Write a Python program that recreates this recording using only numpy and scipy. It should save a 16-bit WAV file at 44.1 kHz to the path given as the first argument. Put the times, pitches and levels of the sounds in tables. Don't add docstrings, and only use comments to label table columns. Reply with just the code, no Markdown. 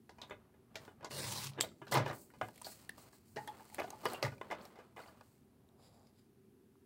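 import sys
import numpy as np
from scipy import signal
from scipy.fft import rfft, irfft, next_fast_len
from scipy.io import wavfile
from scipy.ndimage import uniform_filter1d

SR = 44100
rng = np.random.default_rng(int(sys.argv[2]) if len(sys.argv) > 2 else 0)


def gain_from_db(level_db):
    decades = np.asarray(level_db, float) / 20
    return 10 ** decades


def master(y):
    cut = np.clip(np.atleast_2d(y).T, -1, 1)
    pcm = np.round(cut * 32767)
    wavfile.write(sys.argv[1], SR, pcm.astype(np.int16))


N = 302419


def rms_one(x):
    return x / np.sqrt(np.mean(x ** 2) + 1e-20)


def peak_one(x):
    return x / (np.max(np.abs(x)) + 1e-20)


def cut(x, hz, kind, order=2):
    return signal.sosfilt(signal.butter(order, hz, kind, fs=SR, output="sos"), x)


def coloured(x, spectrum):
    hz, db = np.transpose(spectrum)
    size = next_fast_len(len(x))
    freqs = np.fft.rfftfreq(size, 1 / SR) + 1
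    gain = gain_from_db(np.interp(np.log(freqs), np.log(hz), db))
    return rms_one(irfft(rfft(x, size) * gain, size)[:len(x)])


def drift(rate_hz):
    pole = np.exp(-2 * np.pi * rate_hz * 40 / SR)
    noise = rng.standard_normal(N // 40 + 2002)
    slow = signal.lfilter([1], [1, -2 * pole, pole ** 2], noise)[2000:]
    return np.interp(np.arange(N) / 40, np.arange(len(slow)), rms_one(slow))


def grains(size, per_s, spread_db):
    chance, strength, sign = rng.random((3, size))
    heights = gain_from_db(-spread_db * np.log(strength + 0.001))
    return (chance < per_s / SR) * heights * np.sign(sign - .5) + 1e-9


def ring(x, hz, t60):
    r, w = gain_from_db(-60 / (max(t60, .002) * SR)), 2 * np.pi * hz / SR
    return signal.lfilter([0, np.sin(w)], [1, -2 * r * np.cos(w), r * r], x)


def resonance(x, hz, width_hz):
    return rms_one(ring(x, hz, 2.2 / width_hz))


def swells(rows):
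    t = np.arange(0, N + 40, 40) / SR
    power = 0
    for s, db, rise, fall in rows:
        below_peak = np.maximum((s - t) / rise, (t - s) / fall)
        power = power + gain_from_db(2 * db - 40 * below_peak)
    return np.interp(np.arange(N) / SR, t, np.sqrt(power))


# f/Hz, level/dB per Hz
HUSH = [(30, -29.5), (41, -22), (60, -19), (98, -11.5), (145, -13), (183, -16.5), (221, -8.5), (327, -17),
        (393, -8.5), (425, -19), (582, -35), (664, -30.5), (2200, -40.5), (7050, -47), (11000, -42.5),
        (15900, -46.5)]


def room_tone(desk):
    hush = coloured(rng.standard_normal(N), HUSH)
    rumble = cut(hush, 550, "low", order=6)
    desk_power = uniform_filter1d(desk ** 2, int(.12 * SR))
    busy = np.maximum(desk_power, 1e-14) ** .15
    rumble_gain = (gain_from_db(-67.5) + gain_from_db(-51) * busy) * gain_from_db(1.2 * drift(4))
    return rumble_gain * rumble + gain_from_db(-66.5) * (hush - rumble)


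# f/Hz, level/dB, t60/s
BOARD_MODES = [(448, -3, 0.03), (659, -2, 0.043), (773.6, -3, 0.038), (862.6, -7.5, 0.08), (970, 3, 0.027),
               (1197.3, 3, 0.02), (1461, -5, 0.062), (1657, 5.5, 0.017), (2066, 5.5, 0.013),
               (2480, 3, .012), (2950, 2, .011), (3500, -1, 0.01), (4120, -16.5, 0.013)]


def contacts(rows, click_db, crack_db, rattle_s, landing_s, size=7000):
    out, t = np.zeros(N + size), np.arange(size) / SR
    landing = (1 - np.exp(-t / landing_s)) * np.exp(-t / landing_s)
    dying = gain_from_db(-60 * t / rattle_s) * (1 - np.exp(-t / 0.0054))
    for s, peak_db, hz, hard_db in rows:
        slips = grains(size, per_s=8000, spread_db=2.0)
        rattle = slips * (landing + 0.21 * dying)
        strengths = gain_from_db(rng.normal(0, 2.5, len(BOARD_MODES)))
        board = sum(g * gain_from_db(db) * ring(rattle, f, t60) for g, (f, db, t60) in zip(strengths, BOARD_MODES))
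        body = cut(peak_one(board) + 0.45 * peak_one(rattle), [300, 4000], "band")
        own = ring(rattle, hz, 25 / hz)
        click = cut(slips * (landing + .17 * dying), [1600, 5000], "band")
        crack = cut(slips * (landing + 0.04 * dying), [4600, 12500], "band")
        hit = peak_one(body) * min(1, (1500 / hz) ** 1.5) + .55 * peak_one(own)
        hit = peak_one(hit) + gain_from_db(click_db + hard_db) * peak_one(click)
        hit = hit + gain_from_db(crack_db + hard_db) * peak_one(crack)
        at = round(s * SR)
        out[at:at + size] += gain_from_db(peak_db) * hit
    return out[:N]


# t/s, peak level/dB, own ring f/Hz, hardness/dB
TRIMMER_KNOCKS = [(0.093, -46.5, 990, -5), (0.184, -46, 974, -10), (0.216, -38, 3750, -4),
                  (0.227, -47, 969, -20), (0.308, -35, 600, -17), (0.54, -60, 490, -12),
                  (0.744, -55, 454, -5), (0.7555, -35, 1900, 3), (0.849, -54.5, 650, 6),
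                  (0.878, -42, 860, -19), (1.008, -52.5, 630, -12), (1.027, -44.5, 1010, -14),
                  (1.045, -33, 1026, -4), (1.108, -39, 590, -18), (1.516, -53, 1010, -5),
                  (1.534, -59, 1050, 11), (1.576, -41, 615, -23), (1.584, -36, 500, -22),
                  (1.637, -38, 560, -3), (1.816, -42, 400, -22), (1.868, -42.5, 1500, -5),
                  (1.879, -49, 1120, 2), (1.913, -38, 510, -3), (1.922, -26.5, 990, 0),
                  (1.956, -20, 950, -11), (1.971, -20, 617, -4), (1.999, -28.5, 640, -14),
                  (2.061, -27, 930, -10), (2.079, -35.5, 759, -8), (2.099, -32, 1820, -16)]


def trimmer_knocks():
    return contacts(TRIMMER_KNOCKS, click_db=1.0, crack_db=-14, rattle_s=.12, landing_s=.0017)


# t/s, peak level/dB, f/Hz, t60/s
PINGS = [(0.298, -58, 6960, 0.025), (1.047, -41.5, 6730, 0.034), (1.604, -36, 2900, .01),
         (1.6095, -19, 4250, .005), (1.6095, -22, 6800, .005), (1.613, -33, 3200, .07),
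         (1.619, -36, 3600, .05), (1.617, -38, 7600, .04), (4.055, -25, 1080, .03), (4.056, -33, 1900, .05),
         (4.2275, -25, 2540, .012), (.755, -39, 2300, .03), (.093, -50, 1800, .02), (4.415, -41, 1860, .03),
         (5.995, -68, 7000, .012), (6.157, -70, 4000, .01), (1.635, -38, 620, .05), (1.604, -36, 7430, .02),
         (1.6093, -18, 3300, 0.0044), (1.6093, -22, 5460, 0.0026), (1.6105, -20, 7760, 0.0048),
         (3.597, -51, 870, 0.16), (3.927, -44.5, 860, 0.18), (2.413, -31.5, 1050, 0.027),
         (2.619, -38.5, 8600, 0.0077), (3.37, -38, 1860, 0.13), (3.477, -46, 3320, 0.08),
         (3.374, -38, 850, 0.2), (3.478, -40, 856, 0.13), (3.715, -52, 850, .1), (4.061, -40, 4734, 0.09),
         (4.06, -40, 3150, 0.035), (4.228, -38, 4550, .04), (3.904, -37, 6600, .012),
         (4.653, -46, 5450, .012), (5.02, -60, 4350, .1), (5.075, -58, 4500, .05), (2.095, -44, 3800, .03),
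         (4.144, -42, 2800, 0.099), (2.894, -35, 1820, 0.02), (4.512, -35, 1784, 0.04),
         (5.689, -64, 3830, 0.008), (5.689, -66, 8500, 0.006), (6.07, -62, 4800, .03),
         (6.755, -58.5, 1140, 0.012)]


def pings(size=6000):
    out, t = np.zeros(N + size), np.arange(size) / SR
    for s, peak_db, hz, t60 in PINGS:
        chatter = rng.standard_normal(size) * np.exp(-t / (.11 * t60)) + 1e-12
        pair = ring(chatter, hz, .6 * t60) + .5 * ring(chatter, 1.04 * hz, .6 * t60)
        at = round(s * SR)
        out[at:at + size] += gain_from_db(peak_db) * peak_one(pair)
    return out[:N]


# f/Hz, t60/s, level/dB
ECHO_BANDS = [(150, 0.62, -8.5), (500, 0.14, -28), (1500, 0.15, -20.5), (4500, 0.29, -30.5),
              (12000, 0.05, -13.5)]


def room_echoes(x, size=20000):
    t, echo = np.arange(size) / SR, 0
    for hz, t60, db in ECHO_BANDS:
        band = cut(rng.standard_normal(size), [hz / 1.75, min(hz * 1.75, .45 * SR)], "band")
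        echo = echo + gain_from_db(db) * band * gain_from_db(-60 * t / t60) / np.sqrt(t60 * SR / 14)
    after_gap = np.clip(t / 0.018 - .5, 0, 1)
    return signal.fftconvolve(x, echo * after_gap)[:N]


# peak t/s, level/dB, 20 dB rise/s, 20 dB fall/s
RUBS = [(.22, -68, .12, .6), (.838, -61.5, .18, .14), (1.05, -53, .055, .03), (1.61, -51, .08, .06),
        (1.946, -30, .022, .11), (2.12, -49, .15, .06), (2.8, -69, .6, .6), (3.054, -66, .2, .1),
        (3.52, -60, .2, .25), (3.8, -56, .1, .22), (4.14, -46.5, .16, .15), (4.44, -58, .03, .2),
        (4.54, -52, .06, .26), (4.985, -56, .015, .25), (4.78, -65, .08, .25)]
# peak t/s, level/dB, 20 dB rise/s, 20 dB fall/s
FLEXES = [(.3, -79, .6, .13), (.838, -71, .09, .11), (1.89, -76, .4, .15), (2.076, -65, .09, .14),
          (2.62, -69, .25, .9), (2.8, -66, .9, .22), (3.054, -71, .25, .15), (3.28, -76, .4, .05),
          (3.45, -71, .15, .5), (3.75, -61.5, .3, .13), (4.14, -58, .35, .05), (4.32, -70, .07, .8),
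          (5.0, -72, .04, .25), (5.24, -74.5, .16, .25)]
# f/Hz, level/dB per Hz
RUBBING = [(180, -59), (300, -1.5), (740, -2.5), (849, -3.5), (1330, -5.5), (1460, -9), (3410, -24),
           (6000, -38), (7800, -51), (13200, -120)]
# f/Hz, level/dB per Hz
RUSTLE = [(1180, -32.5), (2000, -3), (2930, -3), (3540, -9), (4280, 3), (5790, -4), (8330, 2), (10600, -5),
          (15800, -1.5)]


def card():
    fibres = grains(N, per_s=15000, spread_db=3.0) * gain_from_db(1.2 * drift(25))
    clumped = fibres * np.sqrt(np.abs(fibres))
    rub = swells(RUBS)
    grit = gain_from_db(-1.0) * rub ** 1.4 * rms_one(cut(fibres, [2200, 4800], "band"))
    rustle = swells(FLEXES) * coloured(clumped, RUSTLE)
    return rub * coloured(fibres, RUBBING) + grit + rustle


# t/s, peak level/dB
THUDS = [(0.227, -59), (1.02, -50), (1.583, -45), (1.813, -50.5), (1.923, -32), (1.953, -34), (1.968, -26),
         (1.998, -25.5), (2.031, -39), (2.06, -40), (2.099, -42), (2.425, -41), (3.366, -47), (4.056, -45),
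         (4.236, -29), (4.279, -37), (4.318, -48)]
# f/Hz, level/dB, t60/s
DESK_MODES = [(95, -12.5, 0.21), (112, 8, 0.25), (136, 13, .17), (205, 3, 0.08)]


def thuds():
    s, peak_db = np.transpose(THUDS)
    at, out = [round(hit * SR) for hit in s], np.zeros(N)
    for hz, mode_db, t60 in DESK_MODES:
        strengths = gain_from_db(peak_db + mode_db - 17 + rng.normal(0, 2.5, len(at)))
        pushes = np.full(N, 1e-12)
        pushes[at] = strengths * rng.choice([-1, 1], len(at))
        out += ring(pushes, hz, t60)
    return cut(out, [75, 350], "band")


# t/s, peak level/dB, own ring f/Hz, hardness/dB
BOUNCES = [(0.296, -47, 1300, 0), (1.593, -32, 420, -24), (1.645, -41, 3900, 0), (1.672, -52, 2200, 0),
           (1.688, -54, 3800, 0), (1.715, -55, 1300, 0), (2.11, -35, 1200, -8), (2.13, -37, 1100, -10),
           (2.413, -29, 900, -12), (4.38, -55, 2500, 4), (4.8, -54, 1500, -4), (1.588, -36, 330, -24),
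           (1.919, -29, 1500, 0), (1.926, -27, 2000, 0), (1.951, -25, 2100, -1), (1.982, -26, 900, -8),
           (2.057, -48, 3700, 0), (3.788, -31, 800, -8), (3.797, -28, 2200, -4), (3.802, -28, 700, -8),
           (3.817, -33, 850, -12), (3.842, -36, 750, -12), (3.878, -44, 750, -12), (4.049, -46, 900, 2),
           (4.1, -46, 4200, 0), (4.122, -42, 800, -8), (4.145, -38, 900, -10), (4.223, -42, 1500, 0),
           (4.235, -27, 600, -8), (4.264, -33, 900, -6), (4.412, -31.5, 1040, -16), (4.43, -45, 900, -10),
           (4.518, -33, 1000, -8), (4.527, -35, 850, -10), (4.55, -42, 1500, -8), (4.612, -53, 4300, -2),
           (4.963, -45, 1100, -6), (4.978, -41, 750, -14), (4.99, -43, 1600, -5), (5.0, -45, 1450, -6),
           (5.035, -50, 2000, -4), (5.058, -49, 800, -12), (5.145, -56, 950, -10), (5.209, -44.5, 1100, -5)]


def bounces():
    return contacts(BOUNCES, click_db=-2.0, crack_db=-12, rattle_s=.045, landing_s=.0015, size=3000)


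# t/s, rise/s, hold/s, level/dB, lowest f/Hz
SWEEPS = [(0.785, .01, 0.087, -73.5, 2500), (1.605, .003, 0.008, -41, 2500),
          (1.911, 0.0054, 0.026, -44, 2980), (2.117, 0.024, 0.077, -57, 6740),
          (2.407, .004, 0.055, -67, 3000), (2.642, 0.0066, 0.076, -54.5, 2970),
          (2.971, 0.0081, 0.057, -63.5, 2500), (3.123, .004, .03, -65.5, 3000),
          (3.25, 0.024, 0.079, -71.5, 5200), (3.37, .006, 0.12, -68, 3040), (3.72, 0.077, 0.061, -67, 3000),
          (4.04, .004, 0.11, -60, 3000), (4.222, 0.0034, 0.025, -58, 2980),
          (4.603, 0.021, 0.046, -67.5, 3500), (4.958, 0.0068, 0.12, -70, 2500),
          (5.22, 0.026, 0.11, -77.5, 6000)]


def sweeps():
    out, t = np.zeros(N), np.arange(N) / SR
    hiss = coloured(grains(N, per_s=20000, spread_db=1.6) * gain_from_db(1.2 * drift(40)), RUSTLE)
    for s, rise, hold, db, low_hz in SWEEPS:
        part = slice(round(s * SR), round((s + .6) * SR))
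        age = t[part] - s
        fade = gain_from_db(-60 * np.maximum(age - rise - hold, 0) / (.12 + 1.6 * hold))
        shape = np.clip(age / rise, 0, 1) * fade
        out[part] += gain_from_db(db) * shape * cut(hiss[part], low_hz, "high")
    return out


def patchy(x):
    edges = 700 * 2 ** np.arange(0, 5, .5)
    out = cut(x, 700, "low")
    for k, (low, high) in enumerate(zip(edges, edges[1:])):
        bite = gain_from_db(1.6 * drift(30)[:len(x)])
        out = out + bite * cut(x, [low, high], "band") * (-1) ** k
    return rms_one(out)


# t/s, level/dB
STROKE = [
    (1.088, -77),
    (1.112, -50),
    (1.2, -44),
    (1.268, -43),
    (1.298, -43.5),
    (1.47, -46),
    (1.512, -66),
    (1.53, -66),
]
# f/Hz, level/dB per Hz
SCRAPE = [(120, -20), (200, -3), (322, -9.5), (353, 1), (490, -3), (610, 1), (1140, -3.5), (1930, -7.5),
          (2730, -2.5), (5470, -3.5), (9300, -7.5), (15800, -14)]
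# f/Hz, width/Hz, level/dB, t/s, half span/s
RAIL = [(600, 120, 4, 1.18, 0.07), (900, 180, 0, 1.35, 0.029), (2836, 90, 7, 1.145, 0.03),
        (4250, 260, 1.5, 1.16, 0.04), (8400, 180, 0, 1.19, .015), (2600, 500, 6, 1.23, 0.035),
        (4900, 500, 4, 1.235, .035), (4720, 155, -3, 1.4, .03), (4025, 190, -1, 1.38, 0.024),
        (2800, 240, -1, 1.38, 0.016), (7460, 300, -2, 1.3, 0.026), (15570, 70, -6.5, 1.3, .2)]


def blade(size=2 * SR):
    t = np.arange(size) / SR
    s, drag_db = np.transpose(STROKE)
    drag = gain_from_db(np.interp(t, s, drag_db, -140, -140))
    tearing = rms_one(grains(size, per_s=10000, spread_db=2.5))
    rail = 0
    for hz, width_hz, db, passing_s, span in RAIL:
        nearness = np.exp(-.5 * ((t - passing_s) / span) ** 2)
        rail = rail + gain_from_db(db - 12.5) * nearness * resonance(tearing, hz, width_hz)
    desk = sum(gain_from_db(db) * ring(tearing, hz, t60) for hz, db, t60 in DESK_MODES)
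    rumble = gain_from_db(-54) * peak_one(drag) * rms_one(cut(desk, 75, "high"))
    scrape = .8 * patchy(coloured(tearing, SCRAPE))
    cutting = drag * gain_from_db(1.6 * drift(40)[:size]) * (scrape + rail) + rumble
    return np.pad(cutting, (0, N - size))


# t/s, peak level/dB, own ring f/Hz, hardness/dB
CARD_SNAPS = [(1.941, -29.5, 840, 5), (2.302, -53, 1940, -4), (2.385, -64, 557, 5), (2.485, -44, 900, 1),
              (2.559, -59, 540, 12), (2.578, -59, 643, 13), (2.615, -43.5, 1010, 2), (2.719, -48, 1900, 3),
              (2.8925, -43, 2010, 11), (3.475, -35, 1800, 0), (3.652, -52.5, 1130, 3),
              (3.699, -52, 2200, 3), (3.745, -48, 900, 13), (3.9045, -43, 1000, 6), (4.0545, -25, 500, -1),
              (4.133, -35.5, 760, 3), (4.652, -50, 850, 4)]


def card_snaps():
    return contacts(CARD_SNAPS, click_db=-3, crack_db=-1.0, rattle_s=.06, landing_s=.0011)


# t/s, peak level/dB, own ring f/Hz, hardness/dB
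DESK_TAPS = [(2.337, -51, 550, -4), (2.4125, -30, 751, -16), (2.439, -41, 500, -18),
             (2.645, -39.5, 4520, -12), (2.667, -35.5, 813, -14), (2.98, -45, 1130, -5),
             (3.039, -57, 956, -8), (3.129, -53.5, 1075, -3), (3.36, -37.5, 468, -5), (3.367, -33, 853, -6),
             (3.595, -49.5, 870, -7), (3.783, -33, 600, -12), (3.83, -41, 696, 0), (3.924, -46.5, 798, -6),
             (4.034, -43, 900, -6), (4.2272, -23, 596, 1), (4.249, -27, 1900, -8), (4.279, -39, 2000, -3),
             (4.319, -45, 550, -6), (4.502, -38.5, 497, -15), (4.51, -29.5, 864, -13),
             (4.756, -50.5, 827, -3), (4.788, -44.5, 503, -13), (4.968, -42, 500, -15),
             (5.02, -53, 900, -5), (5.083, -49, 635, -10)]


def desk_taps():
    return contacts(DESK_TAPS, click_db=-1.0, crack_db=-12, rattle_s=.125, landing_s=.0012)


# peak t/s, level/dB, 20 dB rise/s, 20 dB fall/s
SHEARS = [
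    (5.815, -69.5, .03, .3),
    (5.95, -79, .15, .15),
    (6.07, -75, .06, .05),
    (6.195, -73.5, .07, .06),
]
# peak t/s, level/dB, 20 dB rise/s, 20 dB fall/s
FINGERS = [
    (5.798, -66, .02, .06),
    (6.03, -69.5, .9, .15),
]
# f/Hz, width/Hz, level/dB
BLADES = [(2300, 1500, -9), (3900, 700, -6), (4850, 450, 0), (7300, 1600, -3), (9900, 1800, -6)]


def scissors():
    friction = grains(N, per_s=4500, spread_db=2.0)
    steel = rms_one(sum(gain_from_db(db) * resonance(friction, hz, width_hz) for hz, width_hz, db in BLADES))
    skin = rms_one(cut(friction, [300, 900], "band"))
    return swells(SHEARS) * gain_from_db(1.9 * drift(20)) * steel + swells(FINGERS) * skin


def scene():
    desk = trimmer_knocks() + pings() + card() + bounces() + sweeps()
    desk = desk + blade() + card_snaps() + desk_taps() + scissors()
    return (desk + thuds() + gain_from_db(11.5) * room_echoes(desk) + room_tone(desk))[None]


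def band_limit(x):
    return signal.sosfilt(signal.butter(12, 16500, fs=SR, output="sos"), x)


def record(dry):
    bassless = cut(dry, 50, "high", order=3)
    top_cut = signal.ellip(12, .3, 62, 15800, fs=SR, output="sos")
    return band_limit(signal.sosfilt(top_cut, bassless))


dry = scene()
out = record(dry)
master(out)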